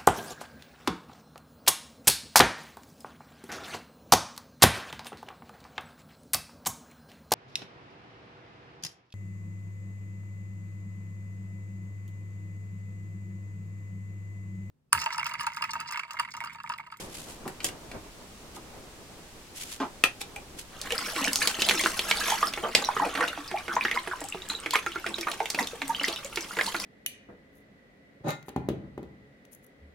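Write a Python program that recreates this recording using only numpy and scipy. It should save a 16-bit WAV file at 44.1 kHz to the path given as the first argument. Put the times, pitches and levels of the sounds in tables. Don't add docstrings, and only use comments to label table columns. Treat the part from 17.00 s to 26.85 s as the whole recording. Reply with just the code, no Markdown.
import sys
import numpy as np
from scipy import signal
from scipy.fft import rfft, irfft, next_fast_len
from scipy.io import wavfile
from scipy.ndimage import map_coordinates

SR = 44100
rng = np.random.default_rng(int(sys.argv[2]) if len(sys.argv) > 2 else 0)


def file_out(sig):
    cols = np.atleast_2d(sig).T
    lim = np.clip(cols, -1, 1)
    pcm = np.round(lim * 32767).astype(np.int16)
    wavfile.write(sys.argv[1], SR, pcm)


N = 434385

# frequency in Hz, relative level in dB.
AIR_SPECTRUM = [(60, -4), (140, -7), (260, -12.5), (470, -17.5), (1100, -15.5), (2600, -14), (8000, -18),
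                (16000, -29)]
RUMBLE_SPECTRUM = [(60, -4), (180, -26), (900, -90)]
BUMP_SPECTRUM = [(80, -5), (200, -3), (380, -3), (600, -7), (1000, -9.5), (2500, -25.5), (6000, -70)]
RUB_SPECTRUM = [(600, -13), (2000, -1), (3000, 2.5), (5000, 0), (7500, 1.5), (11000, -1.5), (16000, -15)]
CHURN_SPECTRUM = [(80, -47), (190, 6), (300, -5), (430, -8), (600, -0.5), (900, -0.5), (1800, -13.5)]
SPLASH_SPECTRUM = [(150, -62), (450, 3), (950, -5.5), (2000, -1.5), (3500, 1), (5000, -9.5), (9000, -4.5)]
SPRAY_SPECTRUM = [(600, -65), (2500, -14.5), (5800, -2.5), (8000, -4.5), (11000, -4), (16000, -22)]
# time in seconds, level in dB.
RUMBLE_LEVELS = [(0, -57), (2.3, -61.5), (4.8, -52), (8.8, -66), (9.85, -62)]
# frequency in Hz, time to fall 60 dB in seconds.
ROOM_T60 = [(150, 0.17), (500, 0.18), (1400, 0.17), (3700, 0.16), (10000, 0.14), (16000, 0.059)]
# frequency in Hz, left-right correlation.
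MIC_CORRELATION = [(60, 0.85), (300, 0.86), (1000, 0.35), (2500, 0), (6000, 0)]
# frequency in Hz, left minus right in dB.
MIC_BALANCE = [(500, 0), (2000, -1), (5000, -0.5), (12000, 1.5)]

# time in seconds, relative level in dB.
BUMP_LEVELS = [(0, -39), (0.1, -44), (0.35, -46), (0.9, -42), (1.3, -50.5), (1.6, -45.5), (2.45, -50),
               (2.75, -49), (3.5, -47), (3.9, -51)]
# middle in seconds, length in seconds, level in dB.
RUBS = [(0.01, 0.059, -40.5), (0.179, 0.1, -43), (0.308, 0.073, -47.5), (0.662, 0.031, -35),
        (1.563, 0.025, -48.5), (2.57, 0.028, -40), (2.624, 0.039, -37.5), (2.72, 0.064, -40),
        (3.214, 0.014, -35), (3.6, 0.031, -40.5)]
# start in seconds, ring pitch in Hz, ring, thud and tick levels in dB.
CLICKS = [(0.478, 1800, -40, -39, -38.5), (0.604, 2570, -37.5, -59, -58), (0.644, 2530, -31, -35.5, -22),
          (0.688, 2510, -37.5, -43, -39), (0.9152, 2270, -40.5, -45, -51), (3.215, 3180, -34.5, -42, -37),
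          (3.361, 2330, -45, -70, -41)]
WALL_CRACKS = [(3.0384, 1990, -12, -18.5, -21.5), (3.0411, 2120, -24, -31, -30),
               (5.75, 3400, -13.5, -23.5, -32), (5.7524, 3200, -16.5, -29.5, -36)]
# start in seconds, level in dB, cut-off in Hz (low for a soft contact).
KNOCKS = [(0.454, -28, 610), (1.565, -41.5, 2000), (2.801, -25.5, 3970), (2.813, -28.5, 3000),
          (2.823, -29, 3000), (2.848, -35, 2000)]
# frequency in Hz, width in Hz, gain in dB.
BODY_MODES = [(224, 144, -1.5), (402, 90, 2.5), (680, 300, -1.5), (930, 180, 3.5), (1270, 130, 2),
              (2230, 6000, -12.5)]
CRATE_MODES = [(461.5, 24, 5.5), (655, 16, 2.5), (820, 41, 4), (920, 66, -2.5), (1130, 65, -9),
               (1326, 83, -5.5)]
# start in seconds, level in dB.
TAPS = [(3.211, -43), (3.363, -38.5)]
# frequency in Hz, gain in dB, time to fall 60 dB in seconds.
TAP_MODES = [(813, 3, 0.1), (2400, 11.5, 0.013), (2860, -1, 0.013)]

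# time in seconds, level in dB.
FLOW_LEVELS = [(3.8, -45), (4.05, -39.5), (4.6, -42.5), (5.0, -42.5), (5.3, -34), (5.55, -49), (6.1, -41),
               (6.45, -50), (6.9, -47.5), (7.45, -53), (8.2, -48.5), (8.8, -53), (9.3, -49), (9.85, -46)]
# time in seconds, height in cm.
NECK_HEIGHT = [(3.7, 1.7), (4.7, 6.3), (5.3, 4.2), (6.0, 0.53), (8.0, 0.73), (8.7, 5), (9.1, 1.3),
               (9.85, 8)]
# start in seconds, hold in seconds, splash level in dB, churn level in dB.
GUSHES = [(4.196, 0.095, -43, -39), (4.401, 0.12, -37.5, -47), (4.666, 0.07, -37, -40),
          (4.755, 0.15, -38.5, -47.5), (5.086, 0.02, -36, -45), (5.444, 0.034, -39.5, -42),
          (5.639, 0.014, -54, -33), (5.753, 0.067, -38.5, -40.5), (6.005, 0.06, -45, -33.5),
          (6.166, 0.11, -39, -38), (6.728, 0.0073, -41.5, -40.5), (6.814, 0.029, -44, -43.5),
          (6.948, 0.013, -41.5, -39.5), (7.502, 0.022, -41.5, -44), (7.733, 0.036, -35.5, -45),
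          (8.062, 0.042, -45.5, -43), (8.284, 0.061, -45, -45.5), (8.582, 0.026, -39.5, -36),
          (8.876, 0.11, -47, -49), (9.033, 0.093, -40.5, -47), (9.622, 0.064, -41, -52)]
# start in seconds, pitch in Hz, level in dB.
SPATTERS = [(4.243, 6500, -17), (4.371, 6300, -22), (5.172, 4680, -21), (5.471, 5180, -21),
            (5.848, 6050, -22.5), (6.279, 2800, -23), (6.478, 4940, -30.5), (6.738, 5400, -30),
            (6.754, 6240, -28), (6.838, 4550, -27), (7.2058, 7500, -29.5), (7.241, 8300, -28),
            (7.287, 8000, -27), (7.4885, 8000, -27), (7.919, 3050, -31), (7.863, 6650, -30.5),
            (8.628, 4960, -26), (8.88, 8700, -25), (9.035, 4770, -20.5), (9.127, 4430, -26),
            (9.161, 3740, -24.5), (9.247, 7150, -26), (9.408, 6000, -25.5), (9.634, 5370, -30),
            (9.665, 4270, -21.5), (9.765, 4320, -27.5), (9.801, 5640, -24)]
# start in seconds, ring pitch in Hz, ring level in dB.
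SLAPS = [(3.815, 4900, -35.5), (3.906, 2410, -28), (3.922, 2840, -25), (4.28, 3050, -26),
         (4.332, 5500, -28.5), (4.3578, 5300, -25), (4.474, 3600, -19), (4.62, 2800, -18.5),
         (4.688, 3140, -19), (4.695, 2560, -17.5), (4.71, 2040, -19), (4.86, 1340, -18.5),
         (4.9926, 2880, -20.5), (5.112, 2480, -17.5), (5.429, 1110, -26.5), (5.537, 2680, -28.5),
         (6.207, 1470, -26), (6.228, 1380, -29), (6.766, 910, -26.5), (6.913, 2360, -27),
         (7.501, 2180, -38), (7.708, 3950, -29.5), (7.756, 2050, -18), (8.273, 1280, -29),
         (8.403, 1880, -31.5), (8.457, 2700, -29), (8.502, 4200, -27.5), (8.211, 4200, -33.5),
         (8.3153, 3230, -30.5), (8.672, 3980, -34.5), (9.359, 4860, -35), (9.588, 1660, -24.5),
         (9.611, 1730, -21.5)]
# start in seconds, length in seconds, lowest pitch in Hz, relative dB.
CHIRPS = [(4.176, 0.042, 1047, -32), (4.212, 0.05, 1747, -32), (4.416, 0.022, 2285, -24.5),
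          (4.593, 0.03, 2590, -29), (4.642, 0.014, 2950, -21), (4.774, 0.017, 2410, -26),
          (4.793, 0.027, 1965, -23.5), (5.626, 0.044, 660, -32), (6.015, 0.06, 800, -26)]
# start and length in seconds, first and last pitch in Hz, level in dB.
GURGLES = [(5.273, 0.056, 1200, 770, -35.5), (5.649, 0.026, 1200, 780, -39), (6.176, 0.062, 1130, 920, -27),
           (6.202, 0.04, 1930, 1425, -18.5), (6.692, 0.03, 1560, 1250, -25), (6.952, 0.028, 1250, 880, -27),
           (7.107, 0.035, 1790, 930, -26), (7.737, 0.022, 2100, 1280, -21)]
# start in seconds, pitch in Hz, relative level in dB, life in cycles.
BUBBLES = [(3.92, 487, -28, 29), (3.98, 4840, -12, 26), (4.247, 2360, -16, 22), (4.275, 1770, -14.5, 29),
           (4.418, 1700, -18, 31), (4.544, 3020, -18, 32), (5.113, 2220, -15.5, 54),
           (5.212, 1590, -17.5, 23), (5.321, 878, -21.5, 63), (5.428, 1197, -18.5, 80),
           (5.638, 3090, -24.5, 40), (5.652, 1160, -24, 34), (5.841, 3890, -20, 98), (5.888, 953, -15, 22),
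           (5.967, 1244, -14.5, 27), (5.998, 1020, -17.5, 28), (6.021, 1880, -28, 36),
           (6.049, 2420, -26, 58), (6.209, 492, -30.5, 42), (6.226, 1500, -17, 30), (6.33, 1480, -26.5, 21),
           (6.54, 718, -22.5, 56), (6.574, 2360, -26.5, 45), (6.767, 1004, -18.5, 33),
           (6.81, 2440, -17, 32), (6.854, 1840, -17, 38), (6.883, 2050, -18, 14), (6.914, 2010, -14, 27),
           (6.955, 1370, -19.5, 18), (6.974, 2085, -17, 40), (7.115, 1490, -22, 37),
           (7.243, 780, -35.5, 50), (7.324, 2700, -23, 25), (7.42, 3750, -30.5, 47), (7.5, 4010, -19.5, 73),
           (7.55, 3890, -24.5, 87), (7.735, 1027, -20, 48), (7.742, 2090, -25, 34), (7.868, 1360, -19, 27),
           (7.959, 1365, -26.5, 40), (8.043, 1400, -26, 39), (8.142, 3810, -21.5, 53),
           (8.231, 2300, -25, 22), (8.2699, 1210, -14.5, 27), (8.404, 790, -16.5, 10.5),
           (8.406, 443, -31.5, 35), (8.589, 1970, -15, 32), (8.587, 983, -29, 62), (8.672, 3640, -22.5, 38),
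           (8.732, 492, -33.5, 23), (8.894, 907, -23.5, 59), (8.948, 3100, -22.5, 67),
           (8.997, 2900, -22.5, 69), (9.042, 1945, -16, 29), (9.092, 690, -30.5, 36),
           (9.247, 545, -34.5, 27), (9.509, 1370, -29, 34), (9.574, 477, -33.5, 27), (9.593, 1660, -13, 35),
           (9.675, 915, -24, 28), (9.746, 1405, -22.5, 41), (9.84, 2500, -27, 35)]
# start in seconds, snap pitch in Hz, snap level in dB.
GULPS = [(4.163, 2130, -27.5), (4.588, 2060, -43), (4.745, 2400, -31), (4.837, 2500, -24),
         (5.575, 1820, -32.5), (5.649, 1190, -47), (5.966, 1240, -33), (6.152, 1860, -26),
         (6.175, 1480, -28), (6.376, 1800, -39), (6.514, 1790, -34), (6.681, 1650, -31),
         (6.851, 1690, -22.5), (7.074, 1820, -31.5), (7.216, 1890, -41), (7.347, 1930, -55),
         (7.661, 1850, -26.5), (7.863, 1780, -27.5), (7.958, 1260, -32.5), (8.064, 2130, -27),
         (8.184, 3100, -34), (8.546, 2600, -27), (8.818, 1940, -26.5), (9.012, 1850, -33),
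         (9.082, 3330, -26), (9.373, 2000, -26), (9.569, 1780, -31.5), (9.745, 1310, -27)]

DROP_RISE, BUBBLE_RISE = 0.13, 0.34


def amp(db):
    return 10 ** (np.asarray(db) / 20)


def unit(x):
    return x / np.sqrt(np.mean(x ** 2) + 1e-20)


def seconds(length):
    return np.arange(int(length * SR)) / SR


def fade(t, t60):
    return np.exp(-np.log(1000) * t / t60)


def along(points, hz):
    f, v = np.transpose(points)
    return np.interp(np.log(hz + 1), np.log(f), v)


def curve(points):
    return np.interp(np.arange(N) / SR, *np.transpose(points))


def wobble(rate):
    return map_coordinates(rng.standard_normal(int(N * rate / SR) + 4), [np.arange(N) * rate / SR])


def filtered(x, response):
    n = x.shape[-1]
    padded = next_fast_len(n + n // 10)
    return irfft(rfft(x, padded) * response(np.fft.rfftfreq(padded, 1 / SR)), padded)[..., :n]


def resonance(f, hz, width):
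    return 1j * f * width / (hz * hz - f * f + 1j * f * width)


def coloured(x, spectrum):
    return unit(filtered(x, lambda hz: amp(along(spectrum, hz))))


def add(track, s, sound, pan_db=0):
    start = max(0, round(s * SR))
    part = sound[:max(0, N - start)]
    track[:, start:start + len(part)] += amp([[pan_db / 2], [-pan_db / 2]]) * part


def from_left(x, lead_s):
    return filtered(x, lambda f: np.exp(1j * np.pi * f * lead_s * np.array([[1], [-1]])))


def diffuse(pair):
    turn = lambda hz: np.arccos(np.clip(along(MIC_CORRELATION, hz), -1, 1)) / 2
    mid, side = filtered(pair, lambda hz: np.array([np.cos(turn(hz)), np.sin(turn(hz))]))
    return np.array([mid + side, mid - side])


def rush(spectrum):
    return coloured(diffuse(rng.standard_normal((2, N))), spectrum)


def bubble(t, hz, t60, rise):
    glide = t + rise * (t * t / t60 - t / 4) / 2
    envelope = fade((t / t60) ** 1.5, 0.86) * (1 - np.exp(-2 * hz * t))
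    return np.sin(2 * np.pi * hz * glide) * envelope


def fizz(low_hz, high_hz, cycles, spread_db, count):
    when, pitch, size, life, place = rng.random((count, 5)).T[:, :, None]
    hz = low_hz * (high_hz / low_hz) ** pitch
    t = seconds(min(cycles / low_hz, .05))
    rings = amp(-spread_db * np.log(size + 0.048)) * bubble(t, hz, cycles / hz * (.5 + life), DROP_RISE)
    samples = (when * N).astype(int) + np.arange(len(t))
    angle = np.pi / 4 + 0.39 * (place - .5)
    sides = rings * np.cos(angle), rings * np.sin(angle)
    return unit(np.array([np.bincount(samples.ravel(), side.ravel(), N)[:N] for side in sides]))


def burst(response, t60, grit):
    t = seconds(.05)
    push = grit * rng.standard_normal(len(t)) * fade(t, t60)
    push[0] += 1
    sound = filtered(push, response)
    return sound / np.sqrt(np.sum(sound ** 2) / (SR / 200))


def impacts(rows, t60, grit, width, thud_hz, tick_hz, pan_db, tick_t60):
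    out = np.zeros((2, N))
    for s, hz, ring_db, thud_db, tick_db in rows:
        ring = burst(lambda f: resonance(f, hz, width * hz) ** 2, t60, grit)
        thud = burst(lambda f: resonance(f, thud_hz, 2.24 * thud_hz) ** 2, t60, grit / 2)
        tick = burst(lambda f: resonance(f, tick_hz, 1.5 * tick_hz) ** 2, tick_t60, grit)
        add(out, s, amp(ring_db) * ring + amp(thud_db) * thud, pan_db + rng.standard_normal())
        add(out, s, amp(tick_db) * tick, 2 * rng.standard_normal())
    return out


def room_tone():
    return amp(-51.5) * rush(AIR_SPECTRUM) + amp(curve(RUMBLE_LEVELS)) * rush(RUMBLE_SPECTRUM)


def room_tail(x):
    out, block = np.zeros((2, N)), SR // 2
    for start in range(0, N, block):
        hz, t, noise = signal.stft(rng.standard_normal((2, SR // 3)), SR, nperseg=256)
        tail = signal.istft(noise * fade(t, along(ROOM_T60, hz)[:, None]), SR, nperseg=256)[1]
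        tail /= np.linalg.norm(tail[0])
        wet = signal.fftconvolve(x[:1, start:start + block], tail, axes=1)[:, :N - start]
        out[:, start:start + wet.shape[1]] += wet
    return diffuse(out)


def wall_echo(x, delay_s=0.0144, gain=0.18, cutoff_hz=2500):
    return filtered(x, lambda f: gain * np.exp(-2j * np.pi * f * delay_s) / (1 + 1j * f / cutoff_hz))


def crate_ring(x):
    return filtered(x, lambda f: sum(amp(db) * resonance(f, hz, width) for hz, width, db in CRATE_MODES))


def bottle_handling(swing_db=2):
    t = np.arange(N) / SR
    strokes = sum(amp(db) * np.exp(-2 * ((t - s) / length) ** 2) for s, length, db in RUBS)
    rub = strokes * unit(amp(2.9 * wobble(240))) * rush(RUB_SPECTRUM)
    bump = amp(curve(BUMP_LEVELS) - 3 + swing_db * wobble(25)) * rush(BUMP_SPECTRUM)
    return rub + bump


def hollow_body(f):
    return sum((-1) ** k * amp(db) * resonance(f, hz, width)
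               for k, (hz, width, db) in enumerate(BODY_MODES))


def knocks():
    out, t = np.zeros((2, N)), seconds(.25)
    for s, db, cutoff_hz in KNOCKS:
        blow = burst(lambda f: hollow_body(f) / (1 + 1j * f / cutoff_hz) ** 2, t60=0.13, grit=0.91)
        add(out, s, amp(db) * blow)
    tap = sum(amp(db) * np.sin(2 * np.pi * hz * t) * fade(t, t60) for hz, db, t60 in TAP_MODES)
    for s, db in TAPS:
        add(out, s, amp(db) * tap)
    return out


def plastic_snaps():
    clicks = impacts(CLICKS, t60=0.028, grit=0.28, width=1.0,
                     thud_hz=513, tick_hz=7700, pan_db=3.5, tick_t60=0.02)
    cracks = impacts(WALL_CRACKS, t60=0.013, grit=0.22, width=1.0,
                     thud_hz=420, tick_hz=8800, pan_db=-1.0, tick_t60=0.011)
    return clicks + cracks


def foam(level_db=-63):
    stirred = np.clip(np.arange(N) / SR - FLOW_LEVELS[0][0], 0, 1)
    return amp(level_db) * stirred * fizz(8100, 12800, cycles=34, spread_db=8.5, count=130)


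def spatters(scatter_s=0.022, spread_octaves=0.52, cycles=40, below_db=-3, tick_db=-15, count=4):
    out, t = np.zeros((2, N)), seconds(.03)
    for s, hz, db in SPATTERS:
        tick = burst(lambda f: resonance(f, hz, 2.9 * hz) ** 2, t60=0.0053, grit=0.045)[:len(t)]
        leader = bubble(t, hz, cycles / hz, DROP_RISE) + amp(tick_db) * tick
        add(out, s, amp(db) * leader, 2 * rng.standard_normal())
        for delay, pitch, size, place in rng.random((count, 4)):
            drop_hz = hz * 2 ** (spread_octaves * (2 * pitch - 1))
            drop = amp(db + below_db - 10 * size) * bubble(t, drop_hz, cycles / drop_hz, DROP_RISE)
            add(out, s + scatter_s * delay, drop, 10 * (place - .5))
    return out


def chirps(climb=0.297, spacing=0.54, step_db=-4, rough_db=5, count=3):
    out = np.zeros((2, N))
    for s, length, lowest_hz, db in CHIRPS:
        t = seconds(length)
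        swell = np.sin(np.pi * np.sqrt(t / length))
        glide = t + climb * t * t / length / 2
        for k, (delay, pitch, place) in enumerate(rng.random((count, 3))):
            hz = lowest_hz * (1 + spacing * k * (1 + (pitch - .5) / 2))
            jolts = map_coordinates(rng.standard_normal(32), [t * 350])
            ring = amp(rough_db * jolts) * swell * np.sin(2 * np.pi * hz * glide + jolts)
            start = s + length * delay * k / count / 2
            add(out, start, amp(db + step_db * k - 4) * ring, 4 * (place - .5))
    return out


def gurgles(cycles=28, scatter_octaves=0.17, count=5):
    out, t = np.zeros((2, N)), seconds(.1)
    for s, length, first_hz, last_hz, db in GURGLES:
        for k, (delay, pitch, rise) in enumerate(rng.random((count, 3))):
            progress = (k + delay) / count
            hz = first_hz * (last_hz / first_hz) ** progress * 2 ** (scatter_octaves * (2 * pitch - 1))
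            add(out, s + length * progress, amp(db) * bubble(t, hz, cycles / hz, rise / 2), pan_db=-1)
    return out


def gush(t, s, length, rise_s=0.012, t60=0.19):
    return np.clip((t - s) / rise_s + 1, 0, 1) * fade(np.clip(t - s - length, 0, 1), t60)


def stream(steady_churn_db=-8.5, spray_db=-6, spray_db_per_cm=1.014, full_flow_db=-40):
    t = np.arange(N) / SR
    height_cm = curve(NECK_HEIGHT)
    flow = amp(curve(FLOW_LEVELS)) * np.interp(t, [3.68, 3.88], [0, 1])
    splashing, churning = flow, amp(steady_churn_db) * flow
    for s, length, splash_db, churn_db in GUSHES:
        shape = gush(t, s, length)
        splashing = np.maximum(splashing, amp(splash_db) * shape)
        churning = np.maximum(churning, amp(churn_db) * shape)
    spraying = splashing * amp(spray_db + spray_db_per_cm * height_cm)
    spraying *= (splashing / amp(full_flow_db)) ** 0.2
    hiss = 0.18 + 0.064 * height_cm
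    low_swarm = fizz(255, 1055, cycles=13.5, spread_db=1.5, count=1500)
    churn = coloured(low_swarm + hiss * rush(CHURN_SPECTRUM), CHURN_SPECTRUM)
    mid_swarm = fizz(1029, 5070, cycles=30, spread_db=2.3, count=9000)
    splash = unit(coloured(mid_swarm, SPLASH_SPECTRUM) + hiss * rush(SPLASH_SPECTRUM))
    high_swarm = fizz(3874, 18560, cycles=44, spread_db=4.6, count=12000)
    spray = unit(coloured(high_swarm, SPRAY_SPECTRUM) + hiss * rush(SPRAY_SPECTRUM))
    breakup = amp(3.1 * wobble(150))
    return churning * churn + breakup * (splashing * splash + spraying * spray)


def slaps(gulp_thud_db=-35):
    thud_db = lambda hz, db: db - 10.5 - 5 * np.log2(hz / 2000)
    tick_db = lambda hz, db: db - 16.5 + 13 * np.log2(hz / 2000)
    on_pool = [(s, hz, db, thud_db(hz, db), tick_db(hz, db)) for s, hz, db in SLAPS]
    at_neck = [(s, hz, db, gulp_thud_db, tick_db(hz, db)) for s, hz, db in GULPS]
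    pool = impacts(on_pool, t60=0.027, grit=0.19, width=0.84,
                   thud_hz=526, tick_hz=6000, pan_db=-2.5, tick_t60=0.015)
    neck = impacts(at_neck, t60=0.039, grit=0.19, width=0.79,
                   thud_hz=410, tick_hz=6030, pan_db=-2.5, tick_t60=0.039)
    return pool + neck


def large_bubbles(ring_db=-1, pop_db=-30, shed_db=-13, shed_s=0.023, count=2):
    out, t = np.zeros((2, N)), seconds(.12)
    for s, hz, db, cycles in BUBBLES:
        flutter = 1 + 0.46 * np.sin(2 * np.pi * (rng.uniform(55, 125) * t + rng.random()))
        ring = flutter * bubble(t, hz, cycles / hz, BUBBLE_RISE * rng.random())
        add(out, s, amp(db + ring_db) * ring, rng.standard_normal() - 1)
        pop = burst(lambda f: resonance(f, 2 * hz, 2 * hz), t60=0.02, grit=0.11)
        add(out, s, amp(db + pop_db) * pop)
        for delay, pitch in rng.random((count, 2)):
            small_hz = hz * 2 ** pitch
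            small = bubble(t, small_hz, cycles / small_hz, DROP_RISE)
            add(out, s + shed_s * delay, amp(db + shed_db) * small, pan_db=-1)
    return out


def glugs(hz=320, t60=0.087, swell_s=0.028, sag=0.57, settle_s=0.0048, note_db=-21, db_per_cm=0.5):
    out, t = np.zeros((2, N)), seconds(.2)
    envelope = fade(t, t60) * (1 - np.exp(-t / swell_s))
    glide = t + sag * settle_s * (1 - np.exp(-t / settle_s))
    for s, _, _ in GULPS:
        db = note_db + db_per_cm * np.interp(s, *np.transpose(NECK_HEIGHT))
        note_hz = hz * rng.normal(1, 0.081)
        add(out, s, amp(db) * np.sin(2 * np.pi * note_hz * glide) * envelope)
    return out


def scene():
    plastic = from_left(plastic_snaps() + knocks(), lead_s=3e-5)
    trapped_air = glugs() + large_bubbles() + gurgles() + chirps()
    liquid = from_left(slaps() + spatters() + trapped_air + stream() + foam(), lead_s=1.5e-5)
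    early = crate_ring(liquid) + wall_echo(amp(-6) * plastic + liquid)
    tail = room_tail(amp(-3.5) * plastic + amp(-4.5) * liquid)
    return plastic + liquid + early + tail + bottle_handling() + room_tone()


def record(dry, top_hz=16000):
    sides = np.array([[1], [-1]])
    return filtered(dry, lambda hz: amp(along(MIC_BALANCE, hz) * sides / 2) * (hz < top_hz))


dry = scene()
out = record(dry)
file_out(out)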